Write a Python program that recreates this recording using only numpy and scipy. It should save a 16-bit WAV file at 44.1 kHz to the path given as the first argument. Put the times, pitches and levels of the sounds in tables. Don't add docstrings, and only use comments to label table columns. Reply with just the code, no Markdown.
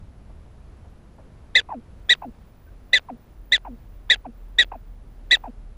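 import sys
import numpy as np
from scipy import signal
from scipy.fft import rfft, irfft, next_fast_len
from scipy.io import wavfile
from scipy.ndimage import uniform_filter1d, map_coordinates

SR = 44100
rng = np.random.default_rng(int(sys.argv[2]) if len(sys.argv) > 2 else 0)


def transcribe(signal):
    frames = np.atleast_2d(signal).T
    limited = np.clip(frames, -1, 1)
    pcm = np.round(limited * 32767).astype(np.int16)
    wavfile.write(sys.argv[1], SR, pcm)


N = 254456

# onset t/s, then rise/s, break/s and length/s from the onset,
# crest f/Hz, level/dB (before the throat), roughness offset/dB
BARKS = [ (1.55, 0.013, 0.021, 0.054, 2040, -8, -0.5), (2.091, 0.018, .036, .050, 1988, -11, 0.5),
         (2.9294, 0.01, 0.022, 0.055, 2055, -8.5, 0), (3.518, 0.016, .026, 0.051, 2005, -11, -1.5),
         (4.0968, .015, .025, .052, 1957, -10, 1.5), (4.583, .010, .027, 0.052, 1956, -9.5, 0),
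         (5.307, 0.016, .037, 0.053, 1986, -11, 1)]


def amp(db):
    return 10 ** (np.asarray(db) / 20)


def unit(x):
    return x / np.sqrt(np.mean(x ** 2) + 1e-20)


def curves(rows):
    s, *cols = np.transpose(rows)
    return [np.interp(np.arange(N) / SR, s, c) for c in cols]


def wobble(rate, size):
    knots = rng.standard_normal(size // 8)
    return map_coordinates(knots, [np.arange(size) * rate / SR], mode="mirror")


def filtered(x, response):
    m = next_fast_len(len(x) + 8192)
    spectrum = rfft(x, m) * response(np.fft.rfftfreq(m, 1 / SR))
    return irfft(spectrum, m)[:len(x)]


def colour(points):
    f, db = np.transpose(points)
    return lambda hz: amp(np.interp(np.log(hz + 1), np.log(f), db))


def resonances(modes):
    return lambda hz: sum(amp(db) / (1 + ((hz - centre) / width) ** 2) ** 2 for centre, width, db in modes)


def noise(response):
    return unit(filtered(rng.standard_normal(N), response))


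def add(track, s, sound):
    room = track[round(s * SR):][:len(sound)]
    room += sound[:len(room)]


def gate(start, end, fade):
    t = np.arange(N) / SR
    return np.clip(np.minimum(t - start, end - t) / fade, 0, 1)


def glide(length, pitches_hz, overtone_db, rough):
    u = np.clip(np.arange(SR // 10) / SR / length, 0, 1)
    pitch = np.interp(u, [0, .5, 1], pitches_hz) * (1 + rough / 10 * wobble(500, len(u)))
    phase = 2 * np.pi * np.cumsum(pitch) / SR
    tone = np.sin(phase) + amp(overtone_db) * np.sin(2 * phase)
    swell = 4 * u * (1 - u)
    return np.sqrt(2) * tone * swell * (1 + rough * wobble(378, len(u)))


def wind(buffet_gain_db=3, grass_gain_db=2):
    # t/s, buffet level/dB, grass level/dB
    breeze = [(0.0, -47, -59), (0.56, -49.5, -58.5), (1.78, -50, -58.5), (2.54, -52.5, -60),
              (2.81, -54.5, -59.5), (3.89, -53, -60.5), (4.5, -55, -60.5), (5.09, -52.5, -60.5),
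              (5.37, -56.5, -58.5), (5.77, -52, -61.5)]
    # f/Hz, relative density level/dB
    buffet_colour = [(15, -3.5), (30, -9.5), (50, -1.5), (80, -0.5), (120, -7.5), (200, -13.5),
                     (400, -38.5), (900, -84.5)]
    # f/Hz, relative density level/dB
    grass_colour = [(60, -31), (150, -21.5), (220, -6.5), (350, -12), (600, -15), (1400, -23.5),
                    (2100, -28.5), (4000, -35), (8000, -42), (9500, -45.5), (11000, -49.5), (13000, -57),
                    (14000, -66)]
    buffet_db, grass_db = curves(breeze)
    sway_db = .5 * wobble(7, N)
    buffet = amp(buffet_db + buffet_gain_db + 2 * sway_db) * noise(colour(buffet_colour))
    grass = amp(grass_db + grass_gain_db + sway_db) * noise(colour(grass_colour))
    return buffet + grass


def drone(note_db=-42.5, rumble_db=-50, swell_db=3.0):
    start_s, fade_s = 3.25, .3
    note_hz, sag_hz_per_s = 44.8, 3.5
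    age = np.arange(N) / SR - start_s
    note = np.sqrt(2) * np.sin(2 * np.pi * np.cumsum(note_hz - sag_hz_per_s * age) / SR)
    rumble = amp(swell_db * wobble(6, N)) * noise(resonances([(40.18, 18, 0)]))
    return amp(note_db) * np.clip(age / fade_s, 0, 1) * note + amp(rumble_db) * rumble


def whine(whine_db=-75.0, hop_db=-81, flicker_db=4.5, hiss_db=-81):
    start_s, end_s, fade_s = 1.93, 5.55, .1
    # t/s, length/s
    hops = [(4.17, .15), (4.8, .18)]
    level = gate(start_s, end_s, fade_s) * amp(flicker_db * wobble(14, N))
    hopped = sum(gate(s, s + length, fade=.03) for s, length in hops)
    low = noise(resonances([(14750, 100, 0)]))
    high = noise(resonances([(15190, 50, 0)]))
    insect = level * (amp(whine_db) * (1 - hopped) * low + amp(hop_db) * hopped * high)
    hiss = noise(resonances([(10060, 440, 0), (11900, 1300, -14.5)]))
    return insect + amp(hiss_db) * hiss


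def stirrings(click_db=-70, click_t60=0.0062, count=8):
    clicks_from_s, clicks_to_s = .9, 1.2
    # t/s, length/s, peak level/dB
    rustles = [(0.294, 0.032, -53.5), (0.458, 0.03, -54), (0.842, 0.053, -55), (1.18, 0.044, -49.5),
               (1.438, 0.023, -53.5)]
    swells, clicks, t = np.zeros(N), np.zeros(N), np.arange(SR // 10) / SR
    for s, length, db in rustles:
        add(swells, s, amp(db) * np.interp(t, [0, length / 10, length], [0, 1, 0]))
    for s in rng.uniform(clicks_from_s, clicks_to_s, size=count):
        add(clicks, s, amp(click_db + rng.normal(0, 1.8) - 60 * t / click_t60))
    rustling = swells * noise(resonances([(690, 510, 1), (1800, 590, -30)]))
    clicking = clicks * noise(resonances([(11730, 800, 0)]))
    return rustling + clicking


def ticks(lead_db=-41):
    close_delay_s, close_db = 0.0082, -28
    t60, attack, lead = .014, .002, .004
    envelope, t = np.zeros(N), np.arange(SR // 30) / SR
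    for s, _, _, length, *_ in BARKS:
        leak = np.interp(t, [0, lead / 2, 2 * lead], [0, 1, 0])
        add(envelope, s - lead, amp(lead_db) * leak)
        closure = amp(close_db - 60 * t / t60) * np.clip(t / attack, 0, 1)
        add(envelope, s + length + close_delay_s, closure)
    dull = colour([(200, -11), (700, 1.0), (1200, -6.5), (1800, -6), (2800, -9), (3700, -11.5),
                   (6000, -31.5), (11000, -70.0)])
    return envelope * noise(dull)


def barks(start_hz=1560, end_hz=1680, jitter=0.016, shimmer=0.15, flutter_hz=540, flutter=0.045,
          buzz_db=-28.0, breath_db=-11, breath_edge_hz=6500, attack=0.0045):
    harmonics = [-2, -6, -14.5, -15.5, -20.5, -18.5, -21]
    # f/Hz, width/Hz, level/dB
    throat = [(540, 480, -4), (870, 110, -18), (1956, 440, -2.5), (2570, 290, 3.5), (3623, 480, 6),
              (4595, 330, -3), (5200, 460, -17.5), (6110, 400, -10.5), (7160, 870, -7.5),
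              (9580, 1100, -18.5), (11650, 1400, -39), (13200, 600, -46)]
    hoarseness = [-7.5, 4.5, -0.5, 0.5, 5.5]
    crest_sag_hz_per_s = 4000
    break_s, break_ratio, break_db = 0.009, .868, -6
    overtone_db = -11.5
    flutter_pitch_hz, flutter_db_per_hz = 1968, 0.0734
    flutter_bend = .02
    sag_hz, release, overhang = 400, .012, .004
    larynx, t = np.zeros(N), np.arange(SR // 10) / SR
    for s, rise, break_at, length, crest_hz, db, rough_db in BARKS:
        stages = [0, rise, break_at, break_at + break_s, length]
        closing = np.clip((length + overhang - t) / release, 0, 1)
        rough = amp(rough_db + np.interp(t, stages, hoarseness))

        shoulder_hz = crest_hz - crest_sag_hz_per_s * (break_at - rise)
        pitch = np.interp(t, stages, [crest_hz, crest_hz, shoulder_hz, break_ratio * crest_hz, end_hz])
        pitch -= (crest_hz - start_hz) * np.clip(1 - t / rise, 0, 1) ** 1.5
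        pitch -= sag_hz * (1 - closing)

        beat_hz = flutter_hz * (1 + .17 * wobble(300, len(t)))
        beat = rough * np.sin(2 * np.pi * np.cumsum(beat_hz) / SR)
        strain = amp(flutter_db_per_hz * np.maximum(pitch - flutter_pitch_hz, 0))
        bend = 1 + flutter_bend * beat + jitter * rough * wobble(1300, len(t))
        phase = 2 * np.pi * np.cumsum(pitch * bend) / SR
        tone = sum(amp(level + (overtone_db - db) * (k > 1)) * np.sin(k * phase)
                   for k, level in enumerate(harmonics, 1))
        tremor = 1 + flutter * strain * beat + shimmer * rough * wobble(900, len(t))
        buzz = amp(buzz_db) * np.sqrt(strain) * beat
        voice = np.sqrt(2) * (tone * tremor + buzz)

        breath = filtered(rng.standard_normal(len(t)), lambda hz: 1 / (1 + (hz / breath_edge_hz) ** 2))
        effort = amp(db + np.interp(t, stages, [-1, 0, -.8, break_db, break_db]))
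        opening = np.clip(t / attack, 0, 1) ** 2.3
        add(larynx, s, effort * opening * closing * (voice + amp(breath_db) * rough * breath))
    return filtered(larynx, resonances(throat))


def recoil(rasp_db=-18, catch_rasp_db=-12, rasp_flicker_db=4):
    # t/s, level/dB
    catch_times = [(1.687, -34), (2.218, -32.5), (3.648, -36), (4.716, -30), (5.437, -33.5)]
    # t/s, squeak length/s, squeak middle f/Hz, squeak level/dB, grunt length/s, grunt level/dB
    recoil_times = [ (1.696, .06, 867, -31, 0.064, -35), (2.225, 0.04, 802, -35, .055, -36),
                    (3.083, .031, 775, -35.5, 0.06, -37), (3.653, .038, 862, -37, 0.085, -39),
                    (4.245, .029, 759, -35, 0.0526, -38.5), (4.728, .04, 784, -37.5, .03, -49),
                    (5.446, 0.042, 755, -36.5, 0.036, -36)]
    catch_s, catch_glide_hz = .013, [1204, 811, 614]
    squeak_from_hz, squeak_to_hz = 1140, 566
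    grunt_hz, grunt_overlap_s = 237, 0.0142
    catches, squeaks, grunts = np.zeros((3, N))
    for s, db in catch_times:
        add(catches, s, amp(db) * glide(catch_s, catch_glide_hz, overtone_db=-25, rough=0.28))
    for s, length, middle_hz, squeak_db, grunt_length, grunt_db in recoil_times:
        squeak = glide(length, [squeak_from_hz, middle_hz, squeak_to_hz], overtone_db=-28.5, rough=0.35)
        grunt_glide_hz = [grunt_hz * 1.27, grunt_hz, grunt_hz * 0.96]
        grunt = glide(grunt_length, grunt_glide_hz, overtone_db=-15.5, rough=0.21)
        add(squeaks, s, amp(squeak_db) * squeak)
        add(grunts, s + length - grunt_overlap_s, amp(grunt_db) * grunt)
    driver = amp(catch_rasp_db) * catches + amp(rasp_db) * squeaks
    airflow = np.sqrt(np.abs(uniform_filter1d(driver ** 2, size=200)))
    rasp = noise(resonances([(605, 870, 1.5), (1560, 160, -9.5), (2260, 250, -25.0), (2540, 340, -8.5)]))
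    flicker = amp(rasp_flicker_db * wobble(160, N))
    return catches + squeaks + grunts + airflow * flicker * rasp


def burrow(x, wet_db=-27, t60=.05):
    t = np.arange(SR // 8) / SR
    tail = rng.standard_normal(len(t)) * amp(-60 * t / t60)
    return x + amp(wet_db) * signal.fftconvolve(x, tail / np.linalg.norm(tail))[:N]


def neighbour(db=-62):
    out = np.zeros(N)
    peep = glide(.04, [1535, 1560, 1550], overtone_db=-30, rough=.15)
    add(out, 2.663, amp(db) * peep)
    return out


def scene():
    animal = burrow(barks() + ticks() + recoil())
    prairie = neighbour() + stirrings() + wind() + drone() + whine()
    return (animal + prairie)[None]


def record(dry):
    top_hz = 15400
    return np.array([filtered(channel, lambda hz: hz < top_hz) for channel in dry])


dry = scene()
out = record(dry)
transcribe(out)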